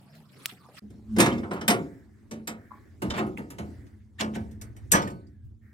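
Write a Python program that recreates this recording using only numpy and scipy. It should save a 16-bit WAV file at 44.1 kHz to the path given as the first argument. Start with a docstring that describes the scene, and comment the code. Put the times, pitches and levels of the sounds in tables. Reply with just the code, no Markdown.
"""Tarpaulin, then hand cart

Scene 1: a tarpaulin is shaken out in a yard; weave rustles, creases snap, folds slap. A far engine
revs once, sparrows chirp. Scene 2: a steel hand cart is pushed over rough sand. Wheels rumble, grit
hisses, the bed drones; blows ring sheet, rails, tailgate and axle bar. Far birds cry."""
import sys
import numpy as np
from scipy import signal
from scipy.fft import rfft, irfft, next_fast_len
from scipy.io import wavfile
from scipy.ndimage import uniform_filter1d

SR = 44100
rng = np.random.default_rng(int(sys.argv[2]) if len(sys.argv) > 2 else 0)


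def write(x):
    x = np.atleast_2d(x).T
    wavfile.write(sys.argv[1], SR, np.round(np.clip(x, -1, 1) * 32767).astype(np.int16))


N = 252693

YARD_END_S, CART_START_S = 0.7973, 0.818

# Levels are relative within a layer; spectra are densities.
# tarpaulin motion: t/s, rustle/dB, flap/dB
TARP_LEVELS = [(0.0, -67.5, -59), (0.08, -70.5, -60.5), (0.164, -59.5, -56), (0.264, -71.5, -59.5),
               (0.44, -52.5, -53.5), (0.5, -48.5, -56), (0.576, -65.5, -57.5), (0.72, -67, -50),
               (0.79, -47, -49)]
# weave and cloth body: f/Hz, level/dB
RUSTLE_SPECTRUM = [(590, -43), (1000, 0), (1220, -1), (1770, 4), (5250, -2), (5900, -9.5), (8960, -4),
                   (14600, -13), (16000, -20)]
FLAP_SPECTRUM = [(120, -30), (200, 6.5), (302, -8), (361, -13.5), (640, -3.5), (1040, -15.5), (1170, -11.5),
                 (1500, -16.5), (1950, -52), (3300, -120)]
# engine wash: f/Hz, level/dB
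ENGINE_SPECTRUM = [(40, -50), (100, 2.5), (250, -7.5), (500, -17.5), (1000, -64)]
# sparrows: start/s, length/s, top f/Hz, level/dB
SPARROW_CHIRPS = [(0.07, 0.087, 5480, -68.5), (0.311, .09, 5480, -71), (0.559, 0.07, 5000, -71)]
# creases: t/s, level/dB
CREASE_SNAPS = [(0.1542, -49.5), (0.4581, -14.5)]
# cloth on cloth: t/s, level/dB, f/Hz
FOLD_SLAPS = [(0.202, -46.5, 676), (0.522, -36.5, 301), (0.654, -56, 550), (0.685, -38.5, 650),
              (0.739, -49, 750)]
# wheels on sand: t/s, rumble/dB, grit/dB
ROLL_LEVELS = [(0.82, -53, -60), (1.05, -52.5, -60.5), (1.19, -37, -47), (1.35, -42.5, -50),
               (1.5, -46.5, -57), (1.9, -51.5, -57.5), (2.05, -53, -63), (2.76, -56, -62),
               (3.05, -45.5, -59), (3.25, -44.5, -59.5), (3.55, -52, -57.5), (3.66, -43, -52),
               (4.09, -55, -67.5), (4.42, -42, -53.5), (4.58, -44.5, -65.5), (4.94, -42.5, -57),
               (5.28, -51, -74.5), (5.46, -46, -70), (5.73, -54.5, -74)]
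# wheels and sand: f/Hz, level/dB
RUMBLE_SPECTRUM = [(12, -46.5), (20, -35), (91, 11), (117, 4), (134, -23), (236, -30.5), (258, -24),
                   (292, -11), (400, -38.5), (520, -60), (880, -120)]
GRIT_SPECTRUM = [(88, -33.5), (150, -13), (179, -21), (217, -7), (398, -16.5), (439, -30.5), (534, -28.5),
                 (1480, -39.5), (2310, -43.5), (8900, -48), (16000, -62)]
THUD_SPECTRUM = [(20, -28.5), (45, -2), (80, 3.5), (130, -9.5), (300, -60)]
# bumps: t/s, level/dB
WHEEL_THUDS = [(1.309, -41), (3.091, -34), (4.94, -35), (5.45, -44)]
# left-right coherence: f/Hz, coherence/1
RUMBLE_COHERENCE = [(25, 0.38), (60, 0.7), (150, 0.9)]
CLANK_COHERENCE = [(60, .9), (180, .995), (350, .99), (700, .96), (1200, .7), (2500, .6), (5000, .75),
                   (8000, .85)]
# bed panel swells: peak t/s, level/dB, f/Hz, swell/s, t60/s
BED_SWELLS = [(0.85, -38.5, 208, 0.066, 0.23), (.97, -46.5, 215, 0.068, 1.2),
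              (1.145, -24, 214.4, 0.089, 1.2), (1.223, -22, 206, .04, 0.12), (1.341, -26, 234, .05, 0.38),
              (1.431, -33.5, 212.4, .04, 0.24), (1.52, -32.5, 198, 0.05, 0.27),
              (1.69, -20, 220, 0.021, 0.13), (1.8, -41, 213.7, .02, 0.65),
              (2.33, -35.5, 221.2, 0.031, 0.85), (2.375, -37.5, 230, .04, 0.086),
              (2.51, -37.5, 221.2, 0.043, .35), (3.05, -43.5, 215, 0.045, 0.71),
              (3.23, -26, 214.5, 0.12, 0.24), (3.4, -39, 217, 0.044, 0.46), (3.61, -32.5, 210, 0.036, 0.41),
              (4.22, -27, 216, 0.028, 1), (4.409, -36.5, 219, 0.076, 0.33),
              (4.95, -12, 189.6, 0.024, 0.039), (5.0, -28, 196, .02, 0.36)]
# blows: t/s, clang/dB, boom/dB, jangle/dB, top-octave loss/dB, lean from tailgate to rails/dB,
# treble damping/(dB per 0.1 s, sign ignored)
CART_BLOWS = [(0.9012, -70, -39, -55.5, 12, 4.5, 20), (1.163, -41, -16, -34, 16, 8.5, 11),
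              (1.1839, -24, -10.5, -25, 7, -9.5, -3), (1.1998, -18.5, -24.5, -10, 13, -12, 0),
              (1.2107, -38, -16, -24, 25, -1, 8), (1.2589, -23.5, -23, -22.5, 17, 0, 11),
              (1.3215, -41, -25, -35, 30, 6, -6), (1.3789, -49.5, -32, -37, 25, 5, 31),
              (1.431, -38, -34, -50, 33, -12, 26), (1.5094, -32, -25, -36, 27, -12.5, 17),
              (1.5322, -42, -46, -45, 6, -6, -5), (1.558, -40, -43.5, -46, 32, -15, 5),
              (1.61, -36.5, -27.5, -30.5, 23.5, 2, 20), (1.6786, -20.5, -19.5, -15, 7, 10, 6.5),
              (1.7005, -22, -22.5, -14.5, 20.5, -13.5, 19), (1.7386, -39, -21, -34.5, 27, -0.5, 22.5),
              (2.3098, -46.5, -29.5, -35.5, 16.5, -0.5, 4), (2.4723, -35, -35, -26, 10.5, 4, 9.2),
              (3.0191, -34, -20, -35.5, 7, -2.5, 12), (3.0487, -43, -32, -56, 25, 7.5, 9),
              (3.1006, -33, -36, -25, 23, 2.5, 20), (3.1372, -33, -29, -33, 46, 4, 2),
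              (3.175, -30, -29, -34, 18, -13.5, 11), (3.1942, -31.5, -22.5, -33.5, 39, -11.5, 23),
              (3.2648, -54, -32, -65, -2.5, -17, 5), (3.3794, -41.5, -29.5, -51.5, 3, 3, 4.5),
              (3.502, -49.5, -40, -42.5, 5, 2, 5), (3.5834, -40, -27, -38, 15, -4, 9),
              (3.864, -66.5, -69, -56.5, 16.5, 2, 6.5), (4.2046, -30, -22.5, -21, 20.5, -4, 12.5),
              (4.354, -41, -26, -43, 14, -2, 6), (4.5103, -68, -42, -55, 8.5, 6, 4),
              (4.6122, -53, -42, -36, 8, 1, 16), (4.7638, -59, -59.5, -52.5, 6, -2.5, 11),
              (4.9163, -29, -21.5, -8.5, 6.5, 3, 13), (4.934, -17, -21.5, -21.5, 26, 1.5, 21),
              (4.9498, -23, -21.5, -15, 29, -2.5, 10), (5.0174, -42.5, -29, -35.5, 17, 12, 3),
              (5.0728, -43.5, -37.5, -43, 10, 9, 16.5), (5.099, -61, -31.5, -47.5, 11, -0.5, 10),
              (5.2673, -89.5, -46, -60.5, 20, -5.5, 10.5)]
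# envelope of the dense sheet modes: f/Hz, level/dB, t60/s before blow damping
SHEET_RESPONSE = [(121, -4.5, 0.8), (257, -0.5, 0.91), (464, 1.5, 0.49), (1140, 9.5, 0.3), (2200, 7, 0.35),
                  (3500, 0, 0.23), (4407, -4, 0.18), (6000, -2, .15), (8300, 6, 0.15), (14000, 4.5, 0.13),
                  (16000, -17.5, .08)]
# frame modes: f/Hz, level/dB, t60/s before blow damping
RAIL_MODES = [(183, -1, .45), (213, 0, .5), (260, -4, .35), (305, -4, .35), (452, -6, .4), (705, -4, .3),
              (915, -8, .25), (1125, -9, .22), (1780, -8, .14), (1884, -10, .2), (2503, -8, .13),
              (2902, -10, .14), (3550, -6, .07), (3740, -8, .08), (5265, -10, .09), (6848, -10, .09),
              (8050, -8, .07), (9300, -8, .07)]
GATE_MODES = [(328, -4, .35), (375, -3, .4), (527, -5, .3), (709, -4, .3), (1055, -6, .22),
              (1342, -10, .22), (1379, -8, .22), (2220, -11, .18), (2675, -12, .18), (2947, -11, .15),
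              (7503, -10, .12), (8555, -2, .13), (10270, -6, .16)]
# right-channel lag as the cart moves left: t/s, lag/ms
RIGHT_LAG = [(.8, .2), (3, .27), (5.7, .41)]
# steel on steel: start/s, end/s, end level/dB
STEEL_SCRAPES = [(1.175, 1.203, -21), (3.128, 3.193, -33), (3.366, 3.375, -49), (4.178, 4.214, -28.5),
                 (4.326, 4.36, -38), (4.908, 4.916, -43)]
# steel friction: f/Hz, level/dB
SCRAPE_SPECTRUM = [(300, -23), (900, -5), (2200, 1), (3500, -2.5), (5000, -17.5), (9000, -14.5),
                   (14000, -27)]
# latch pins and links: t/s, f/Hz, level/dB
PIN_CLINKS = [(1.314, 3050, -33.5), (2.312, 5600, -48), (3.103, 3010, -31), (3.105, 3600, -31.5),
              (3.191, 3700, -43), (3.504, 9000, -51), (4.186, 1810, -35), (4.207, 3400, -35),
              (5.072, 1790, -36.5), (5.268, 4690, -64.5)]
# far birds: start/s, length/s, top f/Hz, level/dB
FAR_CRIES = [(1.836, 0.22, 1750, -66), (2.072, 0.25, 1700, -75), (2.564, 0.2, 1740, -65),
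             (2.707, 0.24, 1780, -67), (3.68, 0.26, 2050, -68), (3.927, 0.17, 2150, -78),
             (4.45, 0.16, 1850, -72), (4.602, 0.12, 2060, -64.5), (4.749, .15, 1800, -71),
             (5.198, 0.23, 1700, -79), (5.611, 0.17, 1880, -69.5)]
# blur around the cries: f/Hz, level/dB
CRY_SPECTRUM = [(900, -32.5), (1250, -7.5), (1800, 0.5), (2250, -5.5), (2700, -27.5)]
# hollow knock: t/s, level/dB
HOLLOW_KNOCKS = [(2.7, -41.5)]
# hollow part and axle bar modes: f/Hz, level/dB, t60/s
HOLLOW_MODES = [(590, -13.5, 0.24), (840, -5.5, 0.34), (1010, 6.5, 0.19), (1130, 0, 0.29),
                (1100, -1.5, 0.31), (1240, -6, 0.12), (1376, -4.5, .12), (1600, -12, 0.091)]
AXLE_MODES = [(1502, -6, .5), (4452, -12, .45), (4470, -16, .4), (5987, 0, .17)]
# blows on the axle bar: t/s, level/dB, top-mode gain/dB
AXLE_BLOWS = [(4.6148, -62.5, -23), (4.922, -32.5, 12)]
# one bird's falling call: t/s, f/Hz, level/dB
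FALLING_CALL = [(5.22, 1863, -77.5), (5.308, 1857, -85), (5.354, 1695, -77.5), (5.52, 1560, -94)]
# stereo balance: f/Hz, left minus right/dB
STEREO_TILT = [(60, -0.5), (110, -0.5), (200, -0.5), (380, 0.5), (700, 0.5), (1290, -2.5), (2380, 0.5),
               (4400, -4), (8120, -4.5), (15000, 14)]


def amp(db):
    return 10 ** (np.asarray(db) / 20)


def unit_rms(x):
    return x / np.sqrt(np.mean(x ** 2) + 1e-20)


def at_hz(table, hz, column=1):
    """Table column, interpolated over log frequency."""
    table = np.array(table)
    return np.interp(np.log(hz + 1), np.log(table[:, 0] + 1), table[:, column])


def track(table):
    """Columns of a time table, per sample."""
    times_s, *columns = np.transpose(table)
    return [np.interp(np.arange(N) / SR, times_s, c) for c in columns]


def add(mix, at_s, sound):
    part = mix[:, round(at_s * SR):][:, :sound.shape[1]]
    part += sound[:, :part.shape[1]]


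def stereo(left, other, coherence):
    return np.array([left, coherence * left + np.sqrt(1 - coherence ** 2) * other])


def noise(spectrum, coherence, size=512, patchy_db=-0.5, flicker_db=0):
    """Coloured stereo noise with drifting patches and wide-band flicker."""
    hop = size // 4
    hz = np.fft.rfftfreq(size, 1 / SR)
    a, b, c, d, patches = rng.standard_normal((N // hop + 5, len(hz), 5)).T
    flicker = patches[0]
    patches = unit_rms(uniform_filter1d(uniform_filter1d(patches, 8, axis=0), 12, axis=1))
    bins = stereo(a + 1j * b, c + 1j * d, np.reshape(coherence, (-1, 1)))
    bins *= amp(at_hz(spectrum, hz)[:, None] + patchy_db * patches + flicker_db * flicker)
    return unit_rms(signal.istft(bins, nperseg=size, noverlap=size - hop)[1][:, :N])


def swell(peak_s, db, swell_s, t60_s):
    """Gain: quadratic rise, exponential decay."""
    t = np.arange(N) / SR - peak_s
    return amp(db - 60 * np.maximum(t, 0) / t60_s) * np.clip(1 + t / swell_s, 0, 1) ** 2


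def ring(modes, t):
    """Decaying sines, random phases."""
    return sum(amp(db - 60 * t / t60_s) * np.sin(2 * np.pi * (hz * t + rng.random()))
               for hz, db, t60_s in modes)


def arched_note(start_s, length_s, hz, db, arch, rise_db, fall_db, top=0.55):
    """Pitch and level climb, then sink. Rows: t/s, f/Hz, level/dB."""
    return [(start_s, hz * (1 - arch), db - rise_db),
            (start_s + top * length_s, hz, db),
            (start_s + length_s, hz * (1 - 1.4 * arch), db - fall_db)]


def note_gain(note):
    t = np.arange(N) / SR
    inside_s = np.minimum(t - note[0][0], note[-1][0] + 0.025 - t)
    return amp(track(note)[1]) * np.clip(inside_s / 0.017, 0, 1)


def fuzzy_tone(notes, width_hz):
    """Narrow noise band following the notes."""
    hz = track(np.concatenate(notes))[0]
    pole = np.exp(-np.pi * width_hz / SR)
    white = rng.standard_normal(N) + 1j * rng.standard_normal(N)
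    fuzz = signal.lfilter([1], [1, -2 * pole, pole ** 2], white)
    carrier = np.exp(2j * np.pi * np.cumsum(hz) / SR)
    return sum(map(note_gain, notes)) * unit_rms((fuzz * carrier).real)


def tarpaulin():
    """Plastic weave crackles over soft flaps of the cloth body."""
    rustle_db, flap_db = track(TARP_LEVELS)
    rustle = amp(rustle_db) * noise(RUSTLE_SPECTRUM, 0.067, size=256, patchy_db=4.5, flicker_db=-1.5)
    return rustle + amp(flap_db) * noise(FLAP_SPECTRUM, 0.79, size=1024, patchy_db=7.5)


def engine(idle_hz=130.4, rev_hz=158.9, rev_s=0.19, rev_width_s=0.09, fade_db_per_s=4):
    """Two firing orders in a dull wash; one throttle swell lifts pitch and level."""
    t = np.arange(N) / SR
    rev = np.exp(-((t - rev_s) / rev_width_s) ** 2)
    phase = 2 * np.pi * np.cumsum(idle_hz + (rev_hz - idle_hz) * rev) / SR
    orders = np.sin(phase) + amp(-3) * np.sin(1.45 * phase)
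    gain = np.sqrt(2) * amp(-60 + 5.5 * rev - fade_db_per_s * t)
    return gain * orders + amp(-59.5) * noise(ENGINE_SPECTRUM, 0.78, size=2048)


def sparrows():
    """Short, high, arched chirps."""
    notes = [arched_note(*row, arch=0.18, rise_db=11, fall_db=2, top=0.52) for row in SPARROW_CHIRPS]
    return fuzzy_tone(notes, width_hz=400)


def crease_snaps(click_hz=2600):
    """A crease snaps: click plus short noise tail."""
    out, t = np.zeros((2, N)), np.arange(400) / SR
    highpass = signal.butter(2, 1200, "high", fs=SR)
    for at_s, db in CREASE_SNAPS:
        click = np.exp(-t / 0.00021) * np.cos(2 * np.pi * click_hz * t)
        tail = 0.17 * np.exp(-t / 0.0031) * rng.standard_normal((2, len(t)))
        add(out, at_s, amp(db + 6.5) * signal.lfilter(*highpass, click + tail))
    return out


def fold_slaps():
    """Dull puffs where folds meet."""
    out, t = np.zeros((2, N)), np.arange(3000) / SR
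    envelope = (1 - np.exp(-t / 0.0015)) * np.exp(-t / 0.015)
    for at_s, db, hz in FOLD_SLAPS:
        bandpass = signal.butter(2, [hz * 0.59, hz * 1.16], "band", fs=SR)
        puff = unit_rms(signal.lfilter(*bandpass, rng.standard_normal(len(t))))
        add(out, at_s, amp(db - 7.5) * puff[None] * envelope)
    return out


def wheels():
    """Wheels rumble through sand and thud over bumps."""
    rumble_db, _ = track(ROLL_LEVELS)
    coherence = at_hz(RUMBLE_COHERENCE, np.fft.rfftfreq(2048, 1 / SR))
    rumble = amp(rumble_db) * noise(RUMBLE_SPECTRUM, coherence, size=2048, patchy_db=1)
    bumps = sum(swell(at_s, db, swell_s=0.03, t60_s=0.25) for at_s, db in WHEEL_THUDS)
    return rumble + bumps * noise(THUD_SPECTRUM, 0.5, size=2048)


def bed_drone(hum_hz=217, hum_db=-62, sag_hz_per_s=200):
    """Lowest panel mode of the bed: constant hum, plus swells that sag in pitch as they grow."""
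    t = np.arange(N) / SR
    drone = fuzzy_tone([[(CART_START_S, hum_hz, hum_db), (t[-1], hum_hz, hum_db)]], width_hz=25)
    for peak_s, db, hz, swell_s, t60_s in BED_SWELLS:
        cycles = hz * (t - peak_s) - sag_hz_per_s * np.minimum(t - peak_s, 0) ** 2 / 2
        drone += swell(peak_s, db, swell_s, t60_s) * np.sin(2 * np.pi * cycles)
    return drone


def grit(shiver_db=-20, shiver_t60_s=0.5):
    """Sand hisses; loose parts shiver after each blow, in step with its boom."""
    _, grit_db = track(ROLL_LEVELS)
    kicks = np.zeros((1, N))
    for at_s, _, boom_db, *_ in CART_BLOWS:
        add(kicks, at_s, amp([[boom_db + shiver_db]]) ** 2)
    shiver_power = signal.lfilter([1], [1, -amp(-60 / shiver_t60_s / SR) ** 2], kicks)
    gain = amp(2.5) * np.sqrt(amp(grit_db) ** 2 + shiver_power)
    return gain * noise(GRIT_SPECTRUM, 0.43, patchy_db=3)


def clanks(bass_count=90, damping_db_per_s=25, band_hz=(300, 1000, 2500, 5500, 11000)):
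    """Each blow excites a new mix of dense sheet modes and rings rails and tailgate."""
    out, t = np.zeros((2, N)), np.arange(round(0.4 * SR)) / SR
    grid_hz = np.r_[np.geomspace(110, 1500, bass_count), np.linspace(1520, 16300, 600)]
    step_hz = np.gradient(grid_hz)
    sheet_hz = grid_hz + step_hz * rng.uniform(-0.5, 0.46, len(grid_hz))
    sheet_gain = amp(at_hz(SHEET_RESPONSE, sheet_hz))
    sheet_gain *= np.sqrt(step_hz / grid_hz)  # offsets mode density per octave
    sheet_t60_s = at_hz(SHEET_RESPONSE, sheet_hz, column=2) * rng.uniform(0.7, 1.3, len(grid_hz))
    frame_hz, frame_db, frame_t60_s = np.transpose(RAIL_MODES + GATE_MODES)
    lean_sign = np.repeat([1, -1], [len(RAIL_MODES), len(GATE_MODES)])
    hz, t60_s = np.r_[sheet_hz, frame_hz], np.r_[sheet_t60_s, frame_t60_s]
    bass, treble, frame = slice(bass_count), slice(bass_count, len(grid_hz)), slice(len(grid_hz), None)
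    cycles = np.outer(hz, t)
    onset = 1 - np.exp(-(cycles / 2.2) ** 2)  # heavy panels need a few cycles to move
    modes = (onset * amp(-60 * t / t60_s[:, None]) * np.exp(2j * np.pi * cycles)).astype(np.complex64)
    window = (1 - np.exp(-t / 0.0033)) * np.clip((t[-1] - t) / 0.093, 0, 1)
    draws = rng.standard_normal((len(CART_BLOWS), 5, len(hz)))
    for blow, (a, b, c, d, spot) in zip(CART_BLOWS, draws):
        at_s, clang_db, boom_db, jangle_db, dull_db, lean_db, treble_damping = blow
        left = a + 1j * b
        left[frame] /= abs(left[frame])
        weights = stereo(left, c + 1j * d, at_hz(CLANK_COHERENCE, hz))
        weights *= amp(4.2 * spot * (hz > 1500) - 2.2)  # strike point favours some treble modes
        upper_clang_db = clang_db - 3.5 + 0.22 * (jangle_db - clang_db)
        band_db = [boom_db, clang_db, upper_clang_db, jangle_db, jangle_db - dull_db]
        weights *= amp(np.interp(np.log(hz), np.log(band_hz), band_db) - 5.5)
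        weights *= np.r_[sheet_gain, amp(frame_db - 5.5 + lean_sign * lean_db)]
        weights = weights.astype(np.complex64)
        low, high, rings = ((weights[:, part] @ modes[part]).real for part in (bass, treble, frame))
        crack = 1 + max(2.2 - 0.08 * dull_db, 0) * np.exp(-t / 0.0059)  # dull blows crack less
        chatter_db = unit_rms(uniform_filter1d(rng.standard_normal(len(t)), 60))  # loose parts
        high *= crack * amp(chatter_db - abs(treble_damping) * 10 * t)
        low = 0.71 * low + 0.23 * low.mean(0)
        sound = window * ((low + rings) * amp(-damping_db_per_s * t) + high)
        lag_ms = np.interp(at_s, *np.transpose(RIGHT_LAG))
        sound[1] = np.roll(sound[1], round(lag_ms * SR / 1000))
        add(out, at_s, sound)
    return out


def scrapes():
    """Steel drags on steel, growing louder up to a blow."""
    t = np.arange(N) / SR
    gain = sum(amp(db) * np.interp(t, [start_s, end_s, end_s + 0.015], [0, 1, 0]) ** 2
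               for start_s, end_s, db in STEEL_SCRAPES)
    return gain * noise(SCRAPE_SPECTRUM, 0.46, size=256, patchy_db=4.5, flicker_db=4)


def clinks(t60_s=0.06, pair_ratio=1.04):
    """Pins and links ping; two close modes beat."""
    out, t = np.zeros((2, N)), np.arange(8000) / SR
    for at_s, hz, db in PIN_CLINKS:
        pair = sum(np.sin(2 * np.pi * (hz * ratio * t + rng.random((2, 1)))) for ratio in (1, pair_ratio))
        add(out, at_s, amp(db - 60 * t / t60_s) * (1 - np.exp(-t / 0.002)) * pair)
    return out


def far_birds():
    """Arched cries in a blurred band; one falling call."""
    cries = [arched_note(*row, arch=0.038, rise_db=2.5, fall_db=8.5) for row in FAR_CRIES]
    blur = sum(map(note_gain, cries)) * noise(CRY_SPECTRUM, 0.23, patchy_db=1)
    voices = fuzzy_tone(cries, width_hz=280)
    return amp(-7) * voices + amp(1) * blur + fuzzy_tone([FALLING_CALL], width_hz=50)


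def hollow_knock(flutter_db=5):
    """A hollow part rings with a soft onset; the level flutters."""
    out, t = np.zeros((2, N)), np.arange(8000) / SR
    onset = 1 - np.exp(-(t / 0.013) ** 2)
    for at_s, db in HOLLOW_KNOCKS:
        tone = ring(HOLLOW_MODES, t)
        flutter = uniform_filter1d(uniform_filter1d(rng.standard_normal((2, len(t))), 150), 150)
        add(out, at_s, amp(db - 6.5 + flutter_db * unit_rms(flutter)) * onset * tone)
    return out


def axle_bar():
    """The struck bar rings clear, louder on the right."""
    out, t = np.zeros((2, N)), np.arange(SR // 2) / SR
    onset, pan = 1 - np.exp(-t / 0.004), amp([[-3], [3]])
    for at_s, db, top_db in AXLE_BLOWS:
        modes = [(hz, mode_db + top_db * (hz > 5000), t60_s) for hz, mode_db, t60_s in AXLE_MODES]
        add(out, at_s, amp(db) * pan * onset * ring(modes, t))
    return out


def scene():
    """Yard, brief hush, cart; birds in both scenes."""
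    t = np.arange(N) / SR
    yard_gate = np.clip((YARD_END_S - t) / 0.0057, amp(-32), 1) * (t < CART_START_S)
    cart_gate = np.clip((t - CART_START_S) / 0.004, 0, 1)
    yard = tarpaulin() + crease_snaps() + fold_slaps() + engine()
    cart = clanks() + axle_bar() + scrapes() + hollow_knock()
    cart += wheels() + bed_drone() + grit() + clinks()
    birds = far_birds() + sparrows()
    return yard_gate * yard + cart_gate * cart + np.maximum(yard_gate, cart_gate) * birds


def record(dry):
    """Left-right tilt, soft clip, low-pass."""
    ceiling, cutoff_hz = 0.85, 16300
    size = next_fast_len(N + 4096)
    left_gain = amp(at_hz(STEREO_TILT, np.fft.rfftfreq(size, 1 / SR)) / 2)
    tilted = irfft(rfft(dry, size) * np.array([left_gain, 1 / left_gain]), size)[:, :N]
    clipped = ceiling * np.tanh(tilted / ceiling)
    lowpass = signal.firwin(255, cutoff_hz, window=("kaiser", 9), fs=SR)
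    return signal.oaconvolve(clipped, lowpass[None], "same")


dry = scene()
out = record(dry)
write(out)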